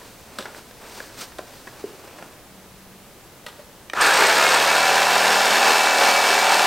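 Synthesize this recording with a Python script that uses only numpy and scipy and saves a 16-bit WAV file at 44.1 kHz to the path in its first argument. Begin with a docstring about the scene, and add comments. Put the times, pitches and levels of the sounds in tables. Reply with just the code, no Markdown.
"""Small room: an electric carving knife is brought to a foam slab with knocks, rubbing and a dull bump.
Catch and trigger click as struck modes; the motor spins up, sags under load and drives one crank phase.
From it come blade clatter and scrape (coloured grains), handle tones (crank harmonics) and rotor whine.
A starting buzz dies as speed builds, and blade steel clinks. Low rumble and hiss lie under the handling
until the knife starts; a faint hum passes briefly."""
import sys
import numpy as np
from scipy import signal
from scipy.fft import rfft, irfft
from scipy.io import wavfile

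SR = 44100
rng = np.random.default_rng(int(sys.argv[2]) if len(sys.argv) > 2 else 0)


def int16_out(signal):
    """Quantize to a 16-bit WAV file."""
    q = np.round(np.clip(np.atleast_2d(signal).T, -1, 1) * 32767)
    wavfile.write(sys.argv[1], SR, q.astype(np.int16))


N = 293706
TIME = np.arange(N) / SR


def amp(db):
    """Decibels to gain."""
    return 10 ** (np.asarray(db) / 20)


def unit(x):
    """Scales to rms 1."""
    return x / np.sqrt(np.mean(x ** 2) + 1e-20)


def at_hz(points, hz):
    """Interpolates (f/Hz, value) points on a log-frequency axis."""
    f_hz, value = np.transpose(points)
    return np.interp(np.log(hz + 1), np.log(f_hz), value)


def colour(x, points):
    """Minimum-phase filter with the given spectrum shape; white noise keeps its level."""
    gain = unit(amp(at_hz(points, abs(np.fft.fftfreq(4096, 1 / SR)))))
    log_spectrum = np.conj(signal.hilbert(np.log(gain)))
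    taps = np.fft.ifft(np.exp(log_spectrum)).real
    return signal.oaconvolve(x, taps[:len(taps) // 2])[:N]


def noise():
    """White noise of rms 1."""
    return rng.standard_normal(N)


def wander(rate_hz):
    """Slow random signal of rms 1: noise under a Gaussian low-pass."""
    lowpass = np.exp(-(np.fft.rfftfreq(N, 1 / SR) / rate_hz) ** 2)
    return unit(irfft(rfft(noise()) * lowpass, N))


def grains(per_s, spread_db):
    """Tiny impacts of random time, size and sign, scaled to rms 1."""
    size = amp(spread_db * np.clip(noise(), -2, 2))
    struck = rng.random(N) < per_s / SR
    return unit(np.sign(noise()) * size * struck)


def swell(middle_s, length_s):
    """Smooth rise and fall of height 1; length is taken at half height."""
    return .5 ** (((TIME - middle_s) / (length_s / 2)) ** 2)


def ramp(start_s, rise_s):
    """Goes from 0 to 1 in the rise time."""
    return np.clip((TIME - start_s) / rise_s, 0, 1)


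def held(start_s, end_s, fade_s):
    """Fades in around the start, holds, fades out around the end."""
    return ramp(start_s - fade_s / 2, fade_s) - ramp(end_s - fade_s / 2, fade_s)


def add(mix, at_s, sound):
    """Lays a sound into the mix."""
    part = mix[round(at_s * SR):][:len(sound)]
    part += sound[:len(part)]


def ring(at_s, level_db, modes, rise_s=0.00093):
    """One soft-edged blow on a body: a sum of exponentially dying modes."""
    out, t = np.zeros(N), TIME[:SR // 4]
    note = sum(amp(db) * 1000 ** (-t / t60_s) * np.sin(2 * np.pi * hz * t) for hz, db, t60_s in modes)
    add(out, at_s, amp(level_db) * note * (1 - np.exp(-t / rise_s)))
    return out


def highpass(x, hz):
    """Second-order bass cut."""
    return signal.sosfilt(signal.butter(2, hz, "high", fs=SR, output="sos"), x)


# reverberation time: f/Hz, t60/s
ROOM_T60 = [(200, 0.29), (700, 0.73), (2000, 0.46), (5000, 0.6), (14000, 0.54)]


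def room(x, wet_db):
    """Direct sound plus sparse echoes that die band by band; sum scaled to keep power."""
    size = SR // 2
    echo_mask = (rng.random(size) < 4000 / SR) * (TIME[:size] > .003)
    taps = rng.choice([-1., 1.], size) * echo_mask
    hz, t, bands = signal.stft(taps, SR, nperseg=256)
    decay = amp(-60 * t / at_hz(ROOM_T60, hz)[:, None])
    tail = signal.istft(bands * decay, SR, nperseg=256)[1]
    echoes = signal.oaconvolve(x, tail / np.linalg.norm(tail))[:N]
    return (x + amp(wet_db) * echoes) / np.hypot(1, amp(wet_db))


# low rumble and hiss, spectrum shape: f/Hz, level/dB
BACKGROUND_COLOUR = [(15, -3), (30, -2), (55, 1), (100, 1), (250, -1), (450, -2), (800, -5), (1400, -9),
                     (2500, -12), (5000, -15), (9000, -16.5), (15500, -18)]
# left-right likeness: f/Hz, likeness/0-1
BACKGROUND_LIKENESS = [(30, 0.23), (150, 1), (550, 0.94), (1650, 0.88), (5000, 0.51), (15000, 0.35)]
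BACKGROUND_DB, FADE_OUT_S, FADE_OUT_DB_PER_S = -46, 3.89, 90


def background():
    """Low rumble and hiss, partly alike left and right, faded out from 3.89 s."""
    likeness = np.clip(at_hz(BACKGROUND_LIKENESS, np.fft.rfftfreq(N, 1 / SR)), 0, 1)
    mid = irfft(rfft(noise()) * np.sqrt((1 + likeness) / 2), N)
    side = irfft(rfft(noise()) * np.sqrt((1 - likeness) / 2), N)
    level_db = BACKGROUND_DB - FADE_OUT_DB_PER_S * np.maximum(TIME - FADE_OUT_S, 0)
    stereo = np.array([colour(mid + side, BACKGROUND_COLOUR), colour(mid - side, BACKGROUND_COLOUR)])
    return stereo * amp(level_db)


# blade and sleeve slide over the foam: middle t/s, length/s, rub level/dB, hiss level/dB
SLIDES = [(0.023, 0.16, -50.5, -49), (0.412, 0.21, -45.5, -53), (0.578, 0.049, -48, -44.5),
          (0.84, 0.072, -44.5, -53), (0.987, 0.21, -44.5, -42.5), (1.222, 0.086, -51, -35.5),
          (1.54, 0.29, -57, -50), (1.83, 0.28, -47.5, -51.5), (2.15, 0.35, -47, -63),
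          (3.58, 0.11, -56, -57)]
# low and high friction noise, spectrum shapes: f/Hz, level/dB
RUB_COLOUR = [(100, -27), (220, -2), (450, 2.5), (900, -0.5), (1800, -7.5), (2800, -8), (5000, -39)]
HISS_COLOUR = [(1500, 0.5), (3000, -3.5), (4500, 0.5), (6000, -2), (7400, -5), (8700, -3), (10500, -13),
               (13000, -10), (16000, -10)]
PLACING_START_S, PLACING_END_S, PLACING_FADE_S = 0, 2.35, .2
PLACING_RUB_DB, PLACING_HISS_DB = -58, -53


def rubbing(patchy_db=1.5):
    """Grainy, uneven friction as the knife is brought into place: slides over a light rustle."""
    placing = held(PLACING_START_S, PLACING_END_S, PLACING_FADE_S)
    rub_gain, hiss_gain = amp(PLACING_RUB_DB) * placing, amp(PLACING_HISS_DB) * placing
    for middle_s, length_s, rub_db, hiss_db in SLIDES:
        slide = swell(middle_s, length_s)
        rub_gain = np.hypot(rub_gain, amp(rub_db) * slide)
        hiss_gain = np.hypot(hiss_gain, amp(hiss_db) * slide)
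    rub = rub_gain * colour(grains(per_s=2200, spread_db=3.0), RUB_COLOUR)
    hiss = hiss_gain * colour(grains(per_s=9000, spread_db=2.5), HISS_COLOUR)
    return (rub + hiss) * amp(patchy_db * wander(40))


# handling and switch knocks: t/s, peak level/dB, thud tilt/dB, tick tilt/dB, decay/s
# the rows at 0.404 and 3.483 are the dying tails of the knocks before them
KNOCKS = [(0.015, -32.5, 7, 7, 0.0068), (0.386, -15, 12, 11, 0.0086), (0.404, -29, 13, 25, 0.016),
          (0.425, -26, -2, 18, 0.0034), (0.455, -21.5, -16, -1, 0.0069), (0.547, -28, -10, -3, 0.003),
          (0.71, -33.5, 6, 10, 0.0044), (0.837, -34, 7, 3, 0.0063), (1.003, -21.5, 3, -4, 0.0031),
          (1.319, -32, -11, 10, 0.006), (1.385, -24.5, 3, 12, 0.0047), (1.391, -19, 18, -5, 0.0038),
          (1.672, -26, -17, -14, 0.0096), (2.075, -33, 15, 5, 0.0052), (2.186, -31, 7, -9, 0.006),
          (2.225, -27, -12, -6, 0.0032), (3.464, -21.5, 7, 18, 0.0066), (3.483, -29.5, -6, 14, 0.016),
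          (3.592, -34, 14, -6, 0.006), (3.934, -12, -10, 1.5, 0.0043)]
# plastic handle resonances: f/Hz, width/Hz, level/dB
HANDLE = [(390, 57, -17), (586, 66, 4), (1040, 140, 4), (1595, 500, 11.5), (2250, 650, -12),
          (3660, 1500, -2), (5300, 900, -14.5), (7800, 1600, -13)]


def knocks(low_hz=260):
    """Each knock or knock tail is a short scuff that rings the handle, tilted to thud or tick."""
    out, t = np.zeros(N), TIME[:SR // 10]
    for at_s, peak_db, thud_db, tick_db, decay_s in KNOCKS:
        scuff = rng.standard_normal(len(t)) * np.exp(-t / decay_s)
        tilt = [(600, thud_db), (1100, 0), (2200, 0), (3500, tick_db)]
        handle = np.zeros(len(t))
        for hz, width_hz, mode_db in HANDLE:
            gain = amp(mode_db + at_hz(tilt, hz)) * np.sqrt(width_hz)
            handle += gain * np.exp(-np.pi * width_hz * t) * np.sin(2 * np.pi * hz * t)
        # so small a body gives off little bass
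        hit = highpass(signal.fftconvolve(scuff, handle), low_hz)
        add(out, at_s, amp(peak_db) * hit / abs(hit).max())
    return out


# foam slab modes: f/Hz, level/dB, t60/s
SLAB_MODES = [(402, 6, 0.041), (330, -14, 0.029), (520, -20, .03)]


def bump(low_hz=220):
    """The nudged slab gives a short hollow note with little bass."""
    return highpass(ring(1.8405, -20, SLAB_MODES), low_hz)


HUM_START_S, HUM_END_S, HUM_FADE_S = 2.45, 3.05, .15
HUM_HZ, HUM_DB = 191, -50.5


def hum():
    """A faint sine with wandering phase that comes and goes."""
    gain = amp(HUM_DB) * held(HUM_START_S, HUM_END_S, HUM_FADE_S)
    return gain * np.sin(2 * np.pi * HUM_HZ * TIME + 0.27 * wander(3.6))


# safety catch spring modes: f/Hz, level/dB, t60/s
SPRING_MODES = [(1235, -2, .06), (1920, 4.5, 0.048), (3730, -6, 0.045), (4270, -10, .09)]


def catch():
    """The safety catch snaps and its spring rings."""
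    return ring(3.4645, -33.5, SPRING_MODES)


# trigger modes: f/Hz, level/dB, t60/s
TRIGGER_MODES = [(1200, -5, .022), (1860, 0, 0.02), (2370, 3, .016), (3050, 2, .014), (3750, -2, .014),
                 (4800, -10, .012), (5900, -6, 0.015), (8200, -10, .012)]


def trigger():
    """The trigger clicks just before the contacts close: a sharp blow on short modes."""
    return ring(3.8984, -25, TRIGGER_MODES, rise_s=.0003)


# foam grips the blades as the cut deepens: t/s, load/0-1
LOAD = [(5.1, 0), (5.97, 1), (6.23, .98), (6.66, .58)]
START_S, FREE_TURNS_PER_S, SAG_TURNS_PER_S = 3.94, 40.45, 1.107  # sag at full load
FAST_SHARE, FAST_S, SLOW_S = .457, .0573, .284


def knife():
    """One crank drives all: speed nears free speed, fast then slowly, and sags under load."""
    age_s = np.maximum(TIME - START_S, 0)
    load = np.interp(TIME, *np.transpose(LOAD))
    lag = FAST_SHARE * np.exp(-age_s / FAST_S) + (1 - FAST_SHARE) * np.exp(-age_s / SLOW_S)
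    turns_per_s = FREE_TURNS_PER_S * (1 - lag) - SAG_TURNS_PER_S * load
    turns = np.cumsum(turns_per_s) / SR
    pace = turns_per_s / FREE_TURNS_PER_S
    running = blades(turns) + shaking(turns, pace, load) + whine(turns, pace, load) + inrush(pace)
    return ramp(START_S, 0.036) * running


# hand pushes into the foam: middle t/s, length/s, extra blade noise level/dB, foam drumming level/dB
PUSHES = [(4.057, .06, 1.5, -32.5), (4.225, 0.11, 2.1, -30), (4.4, 0.11, 1.5, -38), (4.557, 0.21, 1, -38),
          (4.92, .07, -0.5, -38), (5.273, .14, 2, -40), (5.54, 0.092, 2, -34), (5.697, 0.076, 2.7, -34.5),
          (6.06, .14, 2, -34), (6.303, .12, 1.3, -38), (6.52, 0.1, 1.9, -44)]
CLATTER_DB, SCRAPE_DB, DRUMMING_DB = -20, -22.5, -43
# blades move slackly, and so more quietly, until they engage
ENGAGE_S, ENGAGE_RISE_S, SLACK_CLATTER_DB, SLACK_SCRAPE_DB = 4.0, 0.0098, -9, -12
# extra noise of a fresh start
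SURGE_CLATTER_DB, SURGE_SCRAPE_DB, SETTLE_S = 3.5, 1.2, 0.75
PUSH_SCRAPE_SHARE = 0.76


def effort():
    """Levels/dB of clatter, scrape and foam drumming: blades engage, settle and answer each push."""
    slack = 1 - ramp(ENGAGE_S, ENGAGE_RISE_S)
    surge = np.exp(-np.maximum(TIME - START_S, 0) / SETTLE_S)
    push_db = sum(db * swell(s, length_s) for s, length_s, db, _ in PUSHES)
    drumming = amp(DRUMMING_DB) + sum(amp(db) * swell(s, length_s) for s, length_s, _, db in PUSHES)
    clatter_db = CLATTER_DB + SLACK_CLATTER_DB * slack + SURGE_CLATTER_DB * surge + push_db
    scrape_db = SCRAPE_DB + SLACK_SCRAPE_DB * slack + SURGE_SCRAPE_DB * surge + PUSH_SCRAPE_SHARE * push_db
    return clatter_db, scrape_db, 20 * np.log10(drumming)


def strokes(turns, depth_db, uneven_db):
    """Gain swells twice a crank turn, as the blades slide out and back with unequal force."""
    twice_db = depth_db * np.cos(2 * np.pi * 2 * turns)
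    once_db = uneven_db * np.cos(2 * np.pi * turns)
    return unit(amp(twice_db + once_db))


# running blades, spectrum shapes: f/Hz, level/dB
CLATTER_COLOUR = [(150, -36.5), (330, -15.5), (450, -5), (600, -4), (830, 0), (1080, -3), (1400, -2),
                  (1720, 0.5), (2020, -8), (2250, -5), (2480, -7), (2700, -5.5), (3000, -16), (5000, -50)]
SCRAPE_COLOUR = [(1500, -24), (2900, 0), (3600, 1), (4400, 0.5), (5300, -2), (6400, -5), (7100, -4.5),
                 (7600, -7), (8400, -6), (9900, -13.5), (11000, -16.5), (11800, -12.5), (14500, -19.5),
                 (16000, -23)]
DRUMMING_COLOUR = [(30, -32), (100, -48), (170, -12), (250, -9), (340, -4), (410, 1), (520, 1), (900, -51)]


def blades(turns, unsteady_db=.5):
    """Slack linkage knocks at each reversal; toothed blades scrape and shake the foam between."""
    clatter_db, scrape_db, drumming_db = effort()
    reversals = np.diff(np.floor(2 * (turns + .006 * wander(40))), prepend=0) > 0
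    reversal_knocks = unit(reversals * amp(np.clip(noise(), -2, 2)))
    rattle = grains(per_s=3500, spread_db=4) * strokes(turns, depth_db=1.0, uneven_db=0.2)
    clatter = colour(unit(rattle + 0.18 * reversal_knocks), CLATTER_COLOUR) * amp(clatter_db)
    teeth = unit(noise() + grains(per_s=3000, spread_db=4) + 0.19 * reversal_knocks)
    stroked_teeth = teeth * strokes(turns, depth_db=1.5, uneven_db=0.82)
    scrape = colour(stroked_teeth, SCRAPE_COLOUR) * amp(scrape_db)
    drumming = colour(unit(noise() + .5 * reversal_knocks), DRUMMING_COLOUR) * amp(drumming_db)
    in_room = room(clatter + drumming, wet_db=-7.5) + room(scrape, wet_db=-6.5)
    return in_room * amp(unsteady_db * wander(14))


# handle tones, relative levels: multiple of crank speed, level/dB
SHAKE_TONES = [(2, -68), (3, -58), (4, -54), (5, -49.5), (6, -50.5), (7, -51), (8, -51), (10, -43),
               (12, -47), (14, -37), (15, -40), (16, -38), (17, -45), (18, -36), (19, -32), (20, -33),
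               (21, -39), (22, -36.5), (23, -39), (24, -43), (25, -36.5), (29, -44), (33, -42), (35, -38.5),
               (42, -44), (47, -44), (49, -42.5)]
# free-running offset and its change at full load; boom is the slab's, damped by load
SHAKE_DB, SHAKE_LOAD_DB, BOOM_DB, BOOM_LOAD_DB = 1.04, 1.5, 3.5, -13.5


def shaking(turns, pace, load, waver_db=2.5):
    """Crank harmonics grow with speed, waver, and shift their balance with load."""
    shake, boom_db = np.zeros(N), BOOM_DB + BOOM_LOAD_DB * load
    for k, db in SHAKE_TONES:
        level_db = db + waver_db * wander(2) + boom_db * (k <= 4)
        # play in the linkage blurs the higher tones most
        blur_rad = k * .008 * wander(10)
        phase_rad = 2 * np.pi * (k * turns + rng.random()) + blur_rad
        shake += np.sqrt(2) * amp(level_db) * np.cos(phase_rad)
    return shake * amp(SHAKE_DB + SHAKE_LOAD_DB * load) * pace ** 5


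# motor housing resonances: f/Hz, width/Hz, level/dB
HOUSING_MODES = [(1590, 130, -18.5), (2170, 45, -25), (2298, 23, -28.5), (2600, 190, -31.5)]


def housing(hz):
    """Housing gain at a pitch: resonances light up as the whine glides through."""
    return sum(amp(db) / (1 + ((hz - centre_hz) / width_hz) ** 2) for centre_hz, width_hz, db in HOUSING_MODES)


GEAR_RATIO = 25 / 3  # rotor turns per crank turn, through the worm gear


def whine(turns, pace, load, octave_db=-40, lower_db=-2, lower_load_db=1.0, waver_db=2, rough=0.16, judder=2):
    """Rotor sings at 7 and 8 times its speed through the housing, faintly at 16; load favours 7."""
    rotor_rad = 2 * np.pi * GEAR_RATIO * turns
    rotor_hz = GEAR_RATIO * FREE_TURNS_PER_S * pace
    lower = amp(lower_db + lower_load_db * load)
    partials = [
        (7, lower * housing(7 * rotor_hz)),
        (8, housing(8 * rotor_hz)),
        (16, amp(octave_db) * pace),
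    ]
    # the rotor judders more the further it is below free speed
    blur_rad = rough + judder * (1 - pace)
    return sum(gain * amp(waver_db * wander(23)) * np.cos(k * rotor_rad + blur_rad * wander(47))
               for k, gain in partials)


# starting buzz, spectrum shape: f/Hz, level/dB
INRUSH_COLOUR = [(300, -17.5), (700, -18), (1100, 0), (1350, 1), (1700, -0.5), (2000, -27), (3000, -15),
                 (6000, -50)]
INRUSH_S, INRUSH_RISE_S, INRUSH_DB, INRUSH_POWER = 3.96, 0.01, -20, 0.69


def inrush(pace, throb_hz=120, depth_db=1.5):
    """Brush and gear noise throbs with the supply current, fading as the rotor gathers speed."""
    throb = unit(amp(depth_db * np.cos(2 * np.pi * throb_hz * TIME)))
    current = ramp(INRUSH_S, INRUSH_RISE_S) * (1 - pace) ** INRUSH_POWER
    return colour(noise() * throb, INRUSH_COLOUR) * amp(INRUSH_DB) * current


# steel blades take up their play: t/s, level/dB
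CLINKS = [(4.013, -11.5), (4.025, -27), (4.04, -27), (4.062, -16), (4.085, -30), (4.14, -17), (4.157, -18),
          (4.172, -20), (4.271, -15), (4.379, -15), (4.49, -18), (4.543, -15)]


def clinks(centre_hz=8300, decay_s=0.0026):
    """Brief high rings of blade steel, each slightly off in pitch."""
    out, t = np.zeros(N), TIME[:SR // 10]
    for at_s, db in CLINKS:
        hz = centre_hz * (1 + 0.013 * rng.standard_normal())
        add(out, at_s, amp(db) * np.exp(-t / decay_s) * np.sin(2 * np.pi * hz * t))
    return out


def scene():
    """All sources sit in the middle, over the stereo background."""
    contacts = knocks() + catch() + trigger() + clinks()
    handling = room(contacts, wet_db=-7.5) + room(bump(), wet_db=-7.5)
    return background() + rubbing() + handling + hum() + knife()


EDGE_HZ = 15900


def record(dry):
    """Steep low-pass band limit."""
    taps = signal.firwin(1001, EDGE_HZ, window=("kaiser", 9), fs=SR)
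    return signal.oaconvolve(dry, taps[None], "same")


dry = scene()
out = record(dry)
int16_out(out)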